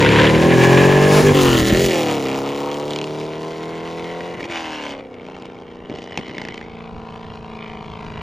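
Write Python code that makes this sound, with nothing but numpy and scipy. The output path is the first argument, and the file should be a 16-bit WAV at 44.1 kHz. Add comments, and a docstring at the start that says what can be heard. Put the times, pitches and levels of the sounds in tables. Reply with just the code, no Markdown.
"""A V8 car with open exhausts accelerates past a roadside listener, lifts off, blips and pulls away down an empty road.
Then it shifts up and coasts far off, burbling and popping on the overrun.
All along, eight uneven firings a cycle make the exhaust: a boom of low tones, and bark, rasp and sizzle above it.
Shaped noise makes the tyres, the open field and a light breeze from the start, then the car's wake as it passes.
Gas thumps follow the pass, and the pops are sharp cracks with low thuds."""
import sys
import numpy as np
from scipy import signal
from scipy.fft import rfft, irfft
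from scipy.io import wavfile
from scipy.ndimage import uniform_filter1d, map_coordinates

SR = 44100
rng = np.random.default_rng(int(sys.argv[2]) if len(sys.argv) > 2 else 0)


def generate_wav(sig):
    """Save sig (samples, or channels by samples) to the path in sys.argv[1] as 16-bit PCM at SR."""
    pcm = np.round(np.clip(np.atleast_2d(sig).T, -1, 1) * 32767).astype(np.int16)
    wavfile.write(sys.argv[1], SR, pcm)


N = 362485
TIME = np.arange(N) / SR  # seconds
BINS = np.fft.rfftfreq(2 ** 19, 1 / SR)  # Hz


def gain_of(db):
    """Turns decibels into a gain."""
    return 10 ** (np.asarray(db) / 20)


def evened(x):
    """Scales a sound to rms 1."""
    return x / np.sqrt(np.mean(x ** 2) + 1e-20)


def steadied(x, size=4400):
    """Holds the running rms near 1 while keeping the single firings."""
    power = uniform_filter1d(uniform_filter1d(x ** 2, size), size // 2)
    return x / np.sqrt(abs(power) + 1e-20)


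def curves(rows):
    """Draws the columns of a table as curves over time."""
    s, *columns = np.transpose(rows)
    return [np.interp(TIME, s, column) for column in columns]


def read(points):
    """Reads a table of values by pitch at every frequency bin."""
    hz, value = np.transpose(points)
    return np.interp(np.log(BINS + 1), np.log(hz + 1), value)


def filtered(x, response):
    """Makes each frequency louder, softer or shifted in phase."""
    size = 2 * (len(BINS) - 1)
    return irfft(rfft(x, size) * response)[..., :N]


def causal(points, order=4096):
    """The ring after a sharp blow, with this spectrum and energy 1."""
    spectrum = gain_of(read(points)[::(len(BINS) - 1) // order])
    cepstrum = irfft(np.log(spectrum))
    one_sided = np.r_[0, 2 * cepstrum[1:order]]  # puts the energy as early as it can be
    ring = irfft(np.exp(rfft(one_sided, 2 * order)))[:order]
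    return ring / np.linalg.norm(ring)


def coloured(x, points):
    """Passes a sound through a spectrum table."""
    return signal.oaconvolve(x, causal(points))[:N]


def noise(points):
    """Steady noise of rms 1 with this spectrum."""
    return evened(coloured(rng.standard_normal(N), points))


def wander(hz):
    """A slow random curve of rms 1 that changes about hz times a second."""
    return evened(filtered(rng.standard_normal(N), np.exp(-(BINS / hz) ** 2)))


def above(hz, order=8):
    """The upper side of a crossover filter."""
    return 1 - 1 / (1 + (BINS / hz) ** order)


def bump(s, width_s):
    """A smooth swell of height 1 around a moment."""
    return np.exp(-((TIME - s) / width_s) ** 2)


def resonate(x, hz, width_hz):
    """A resonance of gain 1 that follows the curve hz."""
    turn = np.exp(2j * np.pi * np.cumsum(hz) / SR)
    r = np.exp(-np.pi * width_hz / SR)
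    # shift the peak down to 0 Hz, smooth, and shift it back
    return 2 * (turn * signal.lfilter([1 - r], [1, -r], x / turn)).real


PASS_S = 1.262  # when the car is nearest


def nearness(nearest_m=2.52, car_m_per_s=7.87):
    """The car's closest distance over its present distance, on a straight path."""
    return nearest_m / np.hypot(nearest_m, car_m_per_s * (TIME - PASS_S))


def receding():
    """Loudness that holds until the car has passed, then falls with distance."""
    return np.where(TIME < PASS_S, 1, nearness())


# Strength of the eight firings: one level/dB for each cylinder.
UNDER_LOAD = [-11, -1.5, -11, -7, -12.5, -1, -12.5, -4.5]
BESIDE = [-7, -4, 1.5, -10.5, 1.5, 2, -11.5, 2.5]  # beside the listener
NEXT_GEAR = [-1.5, -6, 0, -2, -1, -13, 1.5, -6]
OVERRUN = [-8, 1.5, -3.5, 3, -15, -8, 4, -8]
FAR_OFF = [-12.5, -8, -2, 0.5, -9.5, -26, -3.5, 0.5]
# Low tones of the pipes: level/dB of 2, 3, 4, ... 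times the cycle rate.
LAUNCH_ORDERS = [-9, 3.5, 3, 2.5, -3.5, -6, 1, -2, -2, -2, 0, 2, -0.5, -13]
NEARING_ORDERS = [-15.5, 1, -4, -8.5, -6, -7, -2.5, 0, -5.5, -14, -10, -10]
PASSING_ORDERS = [-27, 2, -13, -4, 0, -10, 0.5, -0.5, -7.5, -8, -24]
SURGE_ORDERS = [-11, 0, -18, -2, -11, -8, 1, -4, -5, -23]
EASING_ORDERS = [-10, -0.5, -16, 3, -21, -1.5, 0, -1, -7, -2]
BLIP_ORDERS = [-20, -6.5, -7, -3.5, -10, -6, -1, 2.5, -8, -5, -11, -22, -11.5, -22]
SETTLING_ORDERS = [-28, -10, -5, -7, -7, -5.5, 1.5, 0, -4, -9, -9, 3.5, -2.5, -18, -11, -6.5, -17, -9, -10,
                   -6.5]
LEAVING_ORDERS = [-23, -18, -7, -20, -6.5, -9, 2, -11, -2, -10, -1, -4, 2, -26, -10, -11, -8, -15, -25, -11,
                  -10.5, -16, -20, -11, -24, -17, -15, -9, -24, -10]
PULLING_ORDERS = [-27, -19, 0, -8.5, -6.5, -8.5, 0.5, -6, 0.5, 1, 0, -10.5, -6.5, -17, -8, -3.5, -13.5, -17,
                  -15, -13, -14.5, -18, -12.5, -18, -19, -28]
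SHIFTING_ORDERS = [-17, -34, -15, -10.5, -6, -5, 3, -23, -9.5, -3.5, -24, -8, -5, -8, -3, -10, -17, -12,
                   -14, -12, -19, -8, -12, -22, -28, -25, -18]
COASTING_ORDERS = [-20, -11, -15.5, -6.5, -1, -4, 2, 1, -8, -1, -4, 0, 2, 0, 4.5, -8, -18.5, -14, -16, -6.5,
                   -12, -7]
FAR_ORDERS = [-20, -11.5, -10.5, -14, -2, -12, 1.5, -27, -16, -19, -11.5, -19, -17, -5.5, -2, -13, -9.5,
              -18, -12.5, -22, -19, -11.5, -8.5]
# Colour of the exhaust above the boom: f/Hz, level/dB.
LAUNCH_COLOUR = [(290, -46), (500, 3.5), (658, -14.5), (988, -9), (1250, -19.5), (1640, -15.5),
                 (2680, -17.5), (7290, -22), (11900, -42), (14400, -35), (16000, -43)]
NEARING_COLOUR = [(290, -18), (500, 1), (708, -2.5), (1080, -6), (1400, -23.5), (1560, -19), (1680, -7.5),
                  (1800, -15), (1980, -20.5), (2300, -17), (3590, -23.5), (6880, -18), (10500, -30.5),
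                  (14400, -31), (16000, -24)]
PASSING_COLOUR = [(290, -41), (500, 3), (974, -11), (1340, -5.5), (1560, -13), (1800, -1.5), (2350, -7.5),
                  (3050, -1), (3800, -7), (4500, -8.5), (5400, -12.5), (6600, -9), (12100, -23.5),
                  (14400, -15.5), (16000, -28)]
LEAVING_COLOUR = [(290, -39), (500, -17), (560, -10.5), (1060, -19), (1300, -18), (1570, -28.5),
                  (1740, -24), (3100, -23.5), (7510, -28.5), (8680, -36), (14200, -39), (16000, -36)]
PULLING_COLOUR = [(290, -41), (500, -9.5), (960, -11), (1300, -13.5), (1650, -17), (2030, -15),
                  (2450, -17.5), (3100, -14.5), (6500, -24.5), (9890, -35.5), (16000, -45)]
SHIFTING_COLOUR = [(290, -36), (500, 9.5), (700, -1), (1050, -5.5), (1300, -10), (1650, -9), (2200, -6.5),
                   (2550, -11.5), (2950, -7.5), (4000, -18.5), (6500, -25), (9890, -41.5), (16000, -51)]
COASTING_COLOUR = [(350, -30), (520, 9.5), (680, 10), (1000, -0.5), (1250, -3), (1600, -8), (1850, -4),
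                   (2200, -1.5), (2500, -9.5), (3000, -1.5), (4000, -10), (5500, -13.5), (8000, -25.5),
                   (16000, -66)]
FAR_COLOUR = [(350, -5), (560, 2), (680, 14), (830, 3), (980, 2), (1120, 1), (1250, -8), (1380, -11.5),
              (1600, -16.5), (2200, -17), (3000, -16), (4500, -18.5), (7000, -30), (16000, -58)]
# Phases of the drive: start t/s, end t/s, orders, colour, firing strengths,
# sweep of each firing/turns (falling if positive), boom level/dB, bark level/dB, sizzle level/dB
# (all close by, at effort 0), roughness/0-1, unevenness/factor on the cylinder dB, smear of the puffs/0-1.
PHASES = [ (0, 0.24, LAUNCH_ORDERS, LAUNCH_COLOUR, UNDER_LOAD, -1.2, -13.5, -22, -38, 0.29, 0.5, 0.33),
          (0.586, 1.202, NEARING_ORDERS, NEARING_COLOUR, BESIDE, -1.17, -11, -22.5, -33, 0.16, 0.15, 0.32),
          (1.25, 1.319, SURGE_ORDERS, NEARING_COLOUR, BESIDE, -.5, -11.5, -28.5, -25.5, 0.1, 0.28, 0.32),
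          (1.356, 1.562, PASSING_ORDERS, PASSING_COLOUR, BESIDE, 0.62, -12, -19.5, -21.5, 0.07, 0.67, .02),
          (1.647, 1.68, EASING_ORDERS, PASSING_COLOUR, BESIDE, 0.62, -13, -22, -23.5, 0.12, 0.94, .02),
          (1.73, 1.872, BLIP_ORDERS, PASSING_COLOUR, UNDER_LOAD, 1.1, -10.5, -21.5, -22, 0.15, 0.72, .02),
          (1.965, 2.19, SETTLING_ORDERS, LEAVING_COLOUR, UNDER_LOAD, 1.6, -11, -22, -27.5, 0.11, 0.83, 0.045),
          (2.287, 2.717, LEAVING_ORDERS, LEAVING_COLOUR, UNDER_LOAD, 1.6, -11, -19, -27.5, 0.13, 0.99, 0.053),
          (3.056, 4.29, PULLING_ORDERS, PULLING_COLOUR, UNDER_LOAD, 1.573, -10.5, -22.5, -28, 0.18, 0.73, .16),
          (4.488, 4.926, SHIFTING_ORDERS, SHIFTING_COLOUR, NEXT_GEAR, 1.22, -12.5, -18, -30, 0.09, 0.98, .06),
          (5.003, 6.543, COASTING_ORDERS, COASTING_COLOUR, OVERRUN, .8, -14, -20.5, -33, 0.23, 0.81, 0.12),
          (6.81, 8.22, FAR_ORDERS, FAR_COLOUR, FAR_OFF, .4, -11, -17.5, -36, 0.085, 0.9, 0.42)]


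def phase_shares():
    """How much each phase counts at each moment, fading from one to the next."""
    edges = [s for row in PHASES for s in row[:2]]
    return [np.interp(TIME, edges, np.repeat(one, 2)) for one in np.eye(len(PHASES))]


# How hard the exhaust is driven: t/s, effort level/dB.
EFFORT = [(0, 1), (.23, 3.5), (.35, -3), (0.799, 0.5), (1.15, -6), (1.65, -2.5), (1.85, 1), (2.05, -0.5),
          (2.65, -4.5), (4.38, -4), (4.445, 0.5), (4.485, -4), (4.51, 7.5), (4.92, 4.5), (5.0, -4),
          (5.08, -15), (5.3, -5), (5.85, -9.5), (5.96, 1.5), (6.58, 1), (6.721, -3), (8.22, 5)]
# Change for each dB of effort, in order boom, bark, rasp, sizzle: level/dB per dB.
FOLLOWS_EFFORT = (.15, .5, 1.01, 1.1)
# Gear changes, each a cut in power, a ragged surge and a second cut:
# surge t/s, surge level/dB, cut level/dB, added roughness/0-1.
GEAR_CHANGES = [(1.278, 2, -5.5, 0.2), (4.42, 0, -6, 0.39)]


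def drive(rasp_db=-22, cut_offset_s=0.053, cut_width_s=0.0084, surge_width_s=0.041, rough_width_s=0.082):
    """Band levels and firing manner, set by phase, effort, distance and gear changes."""
    edges = [(s, *row[6:]) for row in PHASES for s in row[:2]]
    boom_db, bark_db, sizzle_db, rough, uneven, smear = curves(edges)
    shared_db = 20 * np.log10(receding())
    for s, surge_db, cut_db, change_rough in GEAR_CHANGES:
        cuts = bump(s - cut_offset_s, cut_width_s) + bump(s + cut_offset_s, cut_width_s)
        shared_db = shared_db + surge_db * bump(s, surge_width_s) + cut_db * cuts
        rough = rough + change_rough * bump(s, rough_width_s)
    effort_db = curves(EFFORT)[0]
    bands_db = (boom_db, bark_db, rasp_db, sizzle_db)
    levels = [db + follows * effort_db + shared_db for db, follows in zip(bands_db, FOLLOWS_EFFORT)]
    return levels, np.clip(rough, 0, 1), uneven, np.clip(smear, 0, 1)


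# When each of the eight cylinders fires: place in the engine cycle/0-1.
CYLINDERS = [.07, .19, .31, .43, .56, .705, .815, .93]


def firings(cycles, rough, uneven, scatter_db=10.5, puff_s=0.0013, path_s=0.0014, echo=0.22):
    """Each cylinder sends a shock down its own path and blows a short puff of gas."""
    t = np.arange(SR // 50) / SR
    shocks, puffs = np.zeros(N), np.zeros(N)
    strengths = np.transpose([row[4] for row in PHASES]) @ np.array(phase_shares())
    for place, db in zip(CYLINDERS, strengths):
        at = np.flatnonzero(np.diff(np.floor(cycles - place)) > 0)
        chance = rng.standard_normal(SR // 100)[:len(at)]
        train = np.zeros(N)
        train[at] = gain_of(db[at] * uneven[at] + scatter_db * rough[at] * chance)
        path = echo * rng.standard_normal(len(t)) * np.exp(-t / path_s) + (t == 0)
        shocks += signal.oaconvolve(train, path)[:N]
        puffs += train
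    puff = np.exp(-t / puff_s) * (1 - np.exp(-4 * t / puff_s))
    return steadied(shocks), steadied(signal.oaconvolve(puffs, puff)[:N])


# Spectrum of the ragged burble: f/Hz, level/dB.
BURBLE = [(25, -31), (60, -11), (110, -4), (200, -9), (400, -0.5), (550, -3), (800, -16), (2000, -102)]


def boom(cycles, rough, puffs, waver_db=.5, shimmer=0.19):
    """The low orders of the pipes, with a noisy burble where the firings are ragged."""
    turn, tone = np.linspace(0, 1, SR // 20), np.zeros(N)
    multiples = np.arange(1, 2 ** 5)
    stray_lags = rng.random(len(multiples))
    drift = shimmer * wander(6.5)  # no two cycles burn quite alike
    for share, (_, _, orders, _, strengths, sweep, *_) in zip(phase_shares(), PHASES):
        beat = np.exp(-2j * np.pi * np.outer(multiples, CYLINDERS)) @ gain_of(strengths)
        # the pipes draw each firing out into a sweep
        lags = sweep * np.log(multiples) - np.angle(beat) / (2 * np.pi)
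        for lag, weight in ((lags, 1), (stray_lags, drift)):
            cycle = sum(gain_of(db) * np.cos(2 * np.pi * (k * turn - lag[k - 1]))
                        for k, db in zip(multiples[1:], orders))
            tone += share * weight * np.interp(cycles % 1, turn, evened(cycle))
    burble = coloured((puffs + 1.5) * rng.standard_normal(N), BURBLE)
    mixed = (1 - rough) * steadied(tone) + rough * steadied(burble)
    return steadied(mixed) * gain_of(waver_db * wander(16))


def over_road(x, flutter_db=1.88, road_echo=.75, road_lag_s=.00087, road_dull_hz=2000,
              air_echo=.55, air_lags_s=(.0009, .0021), air_drift_s=.00016):
    """Adds a dull echo off the concrete nearby, drifting paths through air far off, and a level flutter."""
    dull = filtered(x, 1 - above(road_dull_hz, order=2))
    bounced = np.interp(TIME - road_lag_s * nearness(), TIME, dull)  # longest lag at the nearest point
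    heard = x + road_echo * bump(1.6, .45) * bounced  # strongest while the tailpipes are close
    for lag_s in air_lags_s:
        moving_time = TIME - lag_s - air_drift_s * wander(1.4)
        heard += air_echo * (1 - receding()) ** 8 * np.interp(moving_time, TIME, x)
    return heard, gain_of(flutter_db * wander(15.0))


# Engine speed as heard: t/s, four-stroke cycle rate f/Hz.
SPEED = [(0.0, 35.25), (0.18, 36.57), (0.46, 41.05), (0.82, 45.95), (1.14, 49.78), (1.24, 50.02),
         (1.33, 49.25), (1.5, 43.3), (1.61, 39.5), (1.73, 40.32), (1.83, 45.78), (1.93, 41.13), (2.1, 37.0),
         (2.27, 32.95), (2.4, 34.4), (3.06, 37.7), (3.57, 40.18), (4.08, 42.27), (4.35, 43.63),
         (4.5, 43.18), (4.63, 40.45), (4.95, 34.65), (5.24, 29.18), (5.35, 29.98), (5.6, 29.75),
         (6.15, 29.2), (6.5, 28.78), (7.2, 28.07), (8.22, 26.9)]
# A peak added to the exhaust that drifts and swells as the car recedes: t/s, f/Hz, level/dB.
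RASP_PEAK = [(2.1, 1740, -8), (2.6, 3200, -19.5), (3.4, 2030, -7), (4.3, 2050, 5.5), (4.53, 2330, -3),
             (4.85, 3000, -6), (5.1, 2200, 1), (6, 2880, -10), (6.4, 2150, -2), (7.45, 2530, -17),
             (7.6, 2360, 4), (7.75, 2200, 5), (7.83, 2600, -8), (7.95, 2920, -5), (8.03, 1800, 2),
             (8.2, 1990, 7)]


def exhaust(pipe_echo=0.06, pipe_s=0.0062, bark_noise=0.14, rasp_noise=0.34, sizzle_noise=0.58,
            speed_waver=.0007, peak_width_hz=510):
    """Boom, then three noisier bands of the firing shocks: bark, rasp and sizzle."""
    cycles = np.cumsum(curves(SPEED)[0] * (1 + speed_waver * wander(20))) / SR
    (boom_db, bark_db, rasp_db, sizzle_db), rough, uneven, smear = drive()
    shocks, puffs = firings(cycles, rough, uneven)
    gas = steadied(((1 - smear) * puffs + smear) * rng.standard_normal(N))
    shares = phase_shares()
    clean, ragged = (sum(share * coloured(x, row[3]) for share, row in zip(shares, PHASES))
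                     for x in (shocks, gas))
    out = gain_of(boom_db) * boom(cycles, rough, puffs)
    low, middle, high = above(490), above(1267), above(3590)
    t = np.arange(SR // 30) / SR
    # the bark rings on in the pipes
    ring = pipe_echo * rng.standard_normal(len(t)) * np.exp(-t / pipe_s) + (t == 0)
    rung = signal.oaconvolve(clean, ring / np.linalg.norm(ring))[:N]
    bands = ((low - middle, bark_db, rung, bark_noise + 0.87 * rough),
             (middle - high, rasp_db, clean, rasp_noise + 0.95 * rough),
             (high, sizzle_db, clean, sizzle_noise))
    for band, db, tone, turbulence in bands:
        turbulence = np.clip(turbulence, 0, 1)
        heard, flutter = over_road((1 - turbulence) * tone + turbulence * ragged)
        out += gain_of(db) * flutter * steadied(filtered(heard, band))
    peak_hz, peak_db = curves(RASP_PEAK)
    return out + gain_of(peak_db) * resonate(out, peak_hz, peak_width_hz)


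# Spectrum of tyres on concrete: f/Hz, level/dB.
TYRES = [(60, -11), (300, 4), (1000, 4), (2500, -1), (6000, -5.5), (10000, -10.5), (16000, -21)]


def tyres(roll_db=-33, roll_fall=1.6, swish_db=-21, swish_s=1.168, swish_width_s=0.074):
    """Noise for a roll that fades with distance to the power roll_fall, and a swish as the wheels go by."""
    roll = gain_of(roll_db) * receding() ** roll_fall
    swish = gain_of(swish_db) * bump(swish_s, swish_width_s)
    return (roll + swish) * noise(TYRES)


# Spectrum of the open field: f/Hz, level/dB.
FIELD = [(20, -18), (70, -15), (200, -18), (900, 7), (3000, -15), (8000, -57), (16000, -65)]


def field(level_db=-50):
    """The open field is a faint, steady noise."""
    return gain_of(level_db) * noise(FIELD)


# Spectrum of air buffeting the microphone: f/Hz, level/dB.
WIND = [(15, -3), (30, -20), (52, 0), (100, -1.5), (200, -3), (400, -21), (1500, -83)]
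# Breeze on the microphone before gusts: t/s, level/dB.
BREEZE_DB = [(0, -52), (6.2, -52.5), (6.9, -42.5), (7.65, -45), (8.22, -35)]


def wind(gust_db=3, apart=0.35, wake_db=-27.5, wake_s=1.865, rise_db_per_s=6.5, fall_db_per_s=172):
    """Lumpy low buffets, mostly shared by both ports: a breeze, and a wake that builds and collapses."""
    wake = wake_db - np.maximum(rise_db_per_s * (wake_s - TIME), fall_db_per_s * (TIME - wake_s))
    stronger = np.maximum(wake, curves(BREEZE_DB)[0])
    level = gain_of(stronger + gust_db * wander(22))
    return level * (noise(WIND) + apart * np.array([noise(WIND), noise(WIND)]))


# Spectrum of a gas thump: f/Hz, level/dB.
THUMP = [(20, -44), (45, 8), (70, 5), (130, 4), (250, -4), (600, -41), (2000, -80)]
# Gas from the tailpipes hitting the microphone: t/s, peak level/dB.
THUMPS = [(1.487, -16), (1.551, -21), (1.614, -12), (1.725, -7), (1.84, -17)]


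def thumps():
    """Slugs of exhaust gas strike the microphone as deep thumps that die away."""
    train, ring = np.zeros(N), causal(THUMP)
    for s, db in THUMPS:
        train[round(s * SR)] = gain_of(db)
    return signal.oaconvolve(train, ring / abs(ring).max())[:N]


# Unburnt fuel going off in the pipes, singly or in runs of one pop per engine cycle:
# t/s, pops in the run/count, thud peak level/dB, crack peak level/dB (both of the first pop), crack pitch/factor.
POPS = [(1.684, 1, -31.5, -8, 2.2), (1.723, 1, -4.5, -24, 1.9), (2.7149, 4, -38, -19.5, 1.43),
        (2.88, 1, -46, -23, 1.3), (2.907, 2, -39, -16, 1.5), (2.961, 4, -33, -12.5, 1.31),
        (4.207, 1, -28, -18, 0.87), (4.3445, 1, -26, -26, .95), (4.406, 1, -32, -23, 0.94),
        (4.4295, 2, -24, -21, 0.99), (4.439, 1, -30, -28, 0.82), (4.443, 1, -28, -21, 1.05),
        (4.499, 1, -25, -26, 0.86), (4.522, 2, -34, -20, 0.92), (5.142, 1, -36, -31, 1.04),
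        (5.266, 2, -55, -32, 1.14), (5.423, 2, -28, -27.5, 1.3), (5.898, 1, -18, -27, 1),
        (5.915, 1, -20, -38, 1), (5.94, 1, -21, -38, 1.2), (5.987, 2, -27, -27, 1.17),
        (6.122, 2, -28, -26, 0.89), (6.175, 1, -19, -8.5, 1.12), (6.187, 1, -18.5, -25, 0.93),
        (6.193, 1, -21, -25, 1), (6.283, 1, -24, -28, 1.3), (6.296, 1, -26.5, -24, 0.92),
        (6.311, 2, -26, -26, 0.94), (6.3685, 5, -28, -30, 1), (6.382, 4, -21, -16.5, 0.94),
        (6.543, 2, -33, -21, 0.97), (6.6125, 1, -30, -25, 0.84)]


def single_pops(fade_db=-1):
    """Spells out the runs: the same cylinder pops again each cycle, a little weaker."""
    for s, count, thud_db, crack_db, pitch in POPS:
        cycle_s = 1 / np.interp(s, *np.transpose(SPEED))
        for k in range(round(count)):
            yield s + k * cycle_s, thud_db + k * fade_db, crack_db + k * fade_db, pitch


# Spectra of a pop's low thud and sharp crack (before its pitch factor): f/Hz, level/dB.
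THUD = [(25, -45), (70, -6.5), (150, -1.5), (330, 1), (600, -10.5), (1500, -34), (5000, -84)]
CRACK = [(200, -48), (700, 3.5), (1500, -11.5), (1820, 3), (2200, 9.5), (2550, 5), (3000, -0.5),
         (3700, -5.5), (5500, -10.5), (8000, -24.5), (15000, -45)]


def pops(crack_s=0.0024, thud_s=0.0065, thud_ring=0.063, crack_noise=0.12):
    """Fuel going off makes a sharp crack and a low thud of the pipe."""
    t, out = np.arange(SR // 15) / SR, np.zeros(N)
    thud_colour, crack_colour = causal(THUD), causal(CRACK)
    for s, thud_db, crack_db, pitch in single_pops():
        a, b = rng.standard_normal((2, len(t)))
        thud = signal.fftconvolve((t == 0) + thud_ring * a * np.exp(-t / thud_s), thud_colour)
        crack = signal.fftconvolve((t == 0) + crack_noise * b * np.exp(-t / crack_s), crack_colour)
        crack = map_coordinates(crack, [pitch * np.arange(len(crack))])  # played faster or slower
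        pop = gain_of(thud_db) * thud / abs(thud).max() + gain_of(crack_db) * crack / abs(crack).max()
        part = out[round(s * SR):][:len(pop)]
        part += pop[:len(part)]
    return out


# Phase between the two microphone ports: f/Hz, left lead/radians.
TREBLE_PHASE = [(7100, 0), (8500, -3.14), (9800, -6.2), (10500, -6.3), (12200, -9.42), (13600, -12.5),
                (14300, -12.7), (16000, -16)]  # shared upper end of the next two
NEAR_PHASE = [(50, .1), (500, .36), (780, .18), (1200, .55), (1500, .5), (1850, -.45), (2200, 0),
              (3100, .15), (4200, .05)] + TREBLE_PHASE
FAR_PHASE = [(100, 0), (500, .2), (780, 0), (1150, .05), (1750, -.65), (2150, 0), (3000, .6),
             (3900, .2)] + TREBLE_PHASE
# Balance of the ports, car near and far: f/Hz, left minus right level/dB.
NEAR_BALANCE = [(550, .3), (700, 3), (1000, 3), (1320, 9), (1650, -1), (2200, 0)]
FAR_BALANCE = [(550, 0), (700, 2), (870, 1.3), (1150, 4), (1500, 4.5), (1780, -4), (2100, 0)]
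# How alike the sound is at the two ports: f/Hz, likeness/0-1.
PORT_LIKENESS = [(100, .98), (600, .98), (1000, .95), (1450, .7), (2100, .995), (6500, .99), (9000, .96),
                 (16000, .95)]


def ports(x, switch_s=1.6):
    """One sound at two microphone ports, which part in phase in the treble; near turns to far at once."""
    likeness = np.clip(read(PORT_LIKENESS), 0, 1)
    t = np.arange(SR // 5) / SR
    # road, kerb and grass scatter a faint tail that differs between the ports
    scatter = rng.standard_normal(len(t)) * np.sqrt(t) * np.exp(-t / .03)
    tail = signal.oaconvolve(x, scatter / np.linalg.norm(scatter))[:N]
    stray = filtered(tail, np.sqrt((1 - likeness) / 2))
    direct = filtered(x, np.sqrt((1 + likeness) / 2))
    near, out = np.where(TIME <= switch_s, 1.0, 0.0), 0
    for share, balance, phase in ((near, NEAR_BALANCE, NEAR_PHASE), (1 - near, FAR_BALANCE, FAR_PHASE)):
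        tilt = gain_of(read(balance) / 2) * np.exp(.5j * read(phase))
        left, right = filtered(direct + stray, tilt), filtered(direct - stray, 1 / tilt)
        out = out + share * np.array([left, right])
    return out


def scene():
    """The car, its tyres and pops and the open field at both ports, with wind and thumps on top."""
    return ports(exhaust() + tyres() + field() + pops()) + wind() + thumps()


def record(dry, ceiling=1.0, edge_hz=15850):
    """Rounds off the loudest peaks, then cuts the treble above edge_hz."""
    rounded = dry / (1 + (dry / ceiling) ** 8) ** (1 / 8)
    low_pass = signal.firwin(511, edge_hz, window=("kaiser", 9), fs=SR)
    return signal.oaconvolve(rounded, low_pass[None], "same")


dry = scene()
out = record(dry)
generate_wav(out)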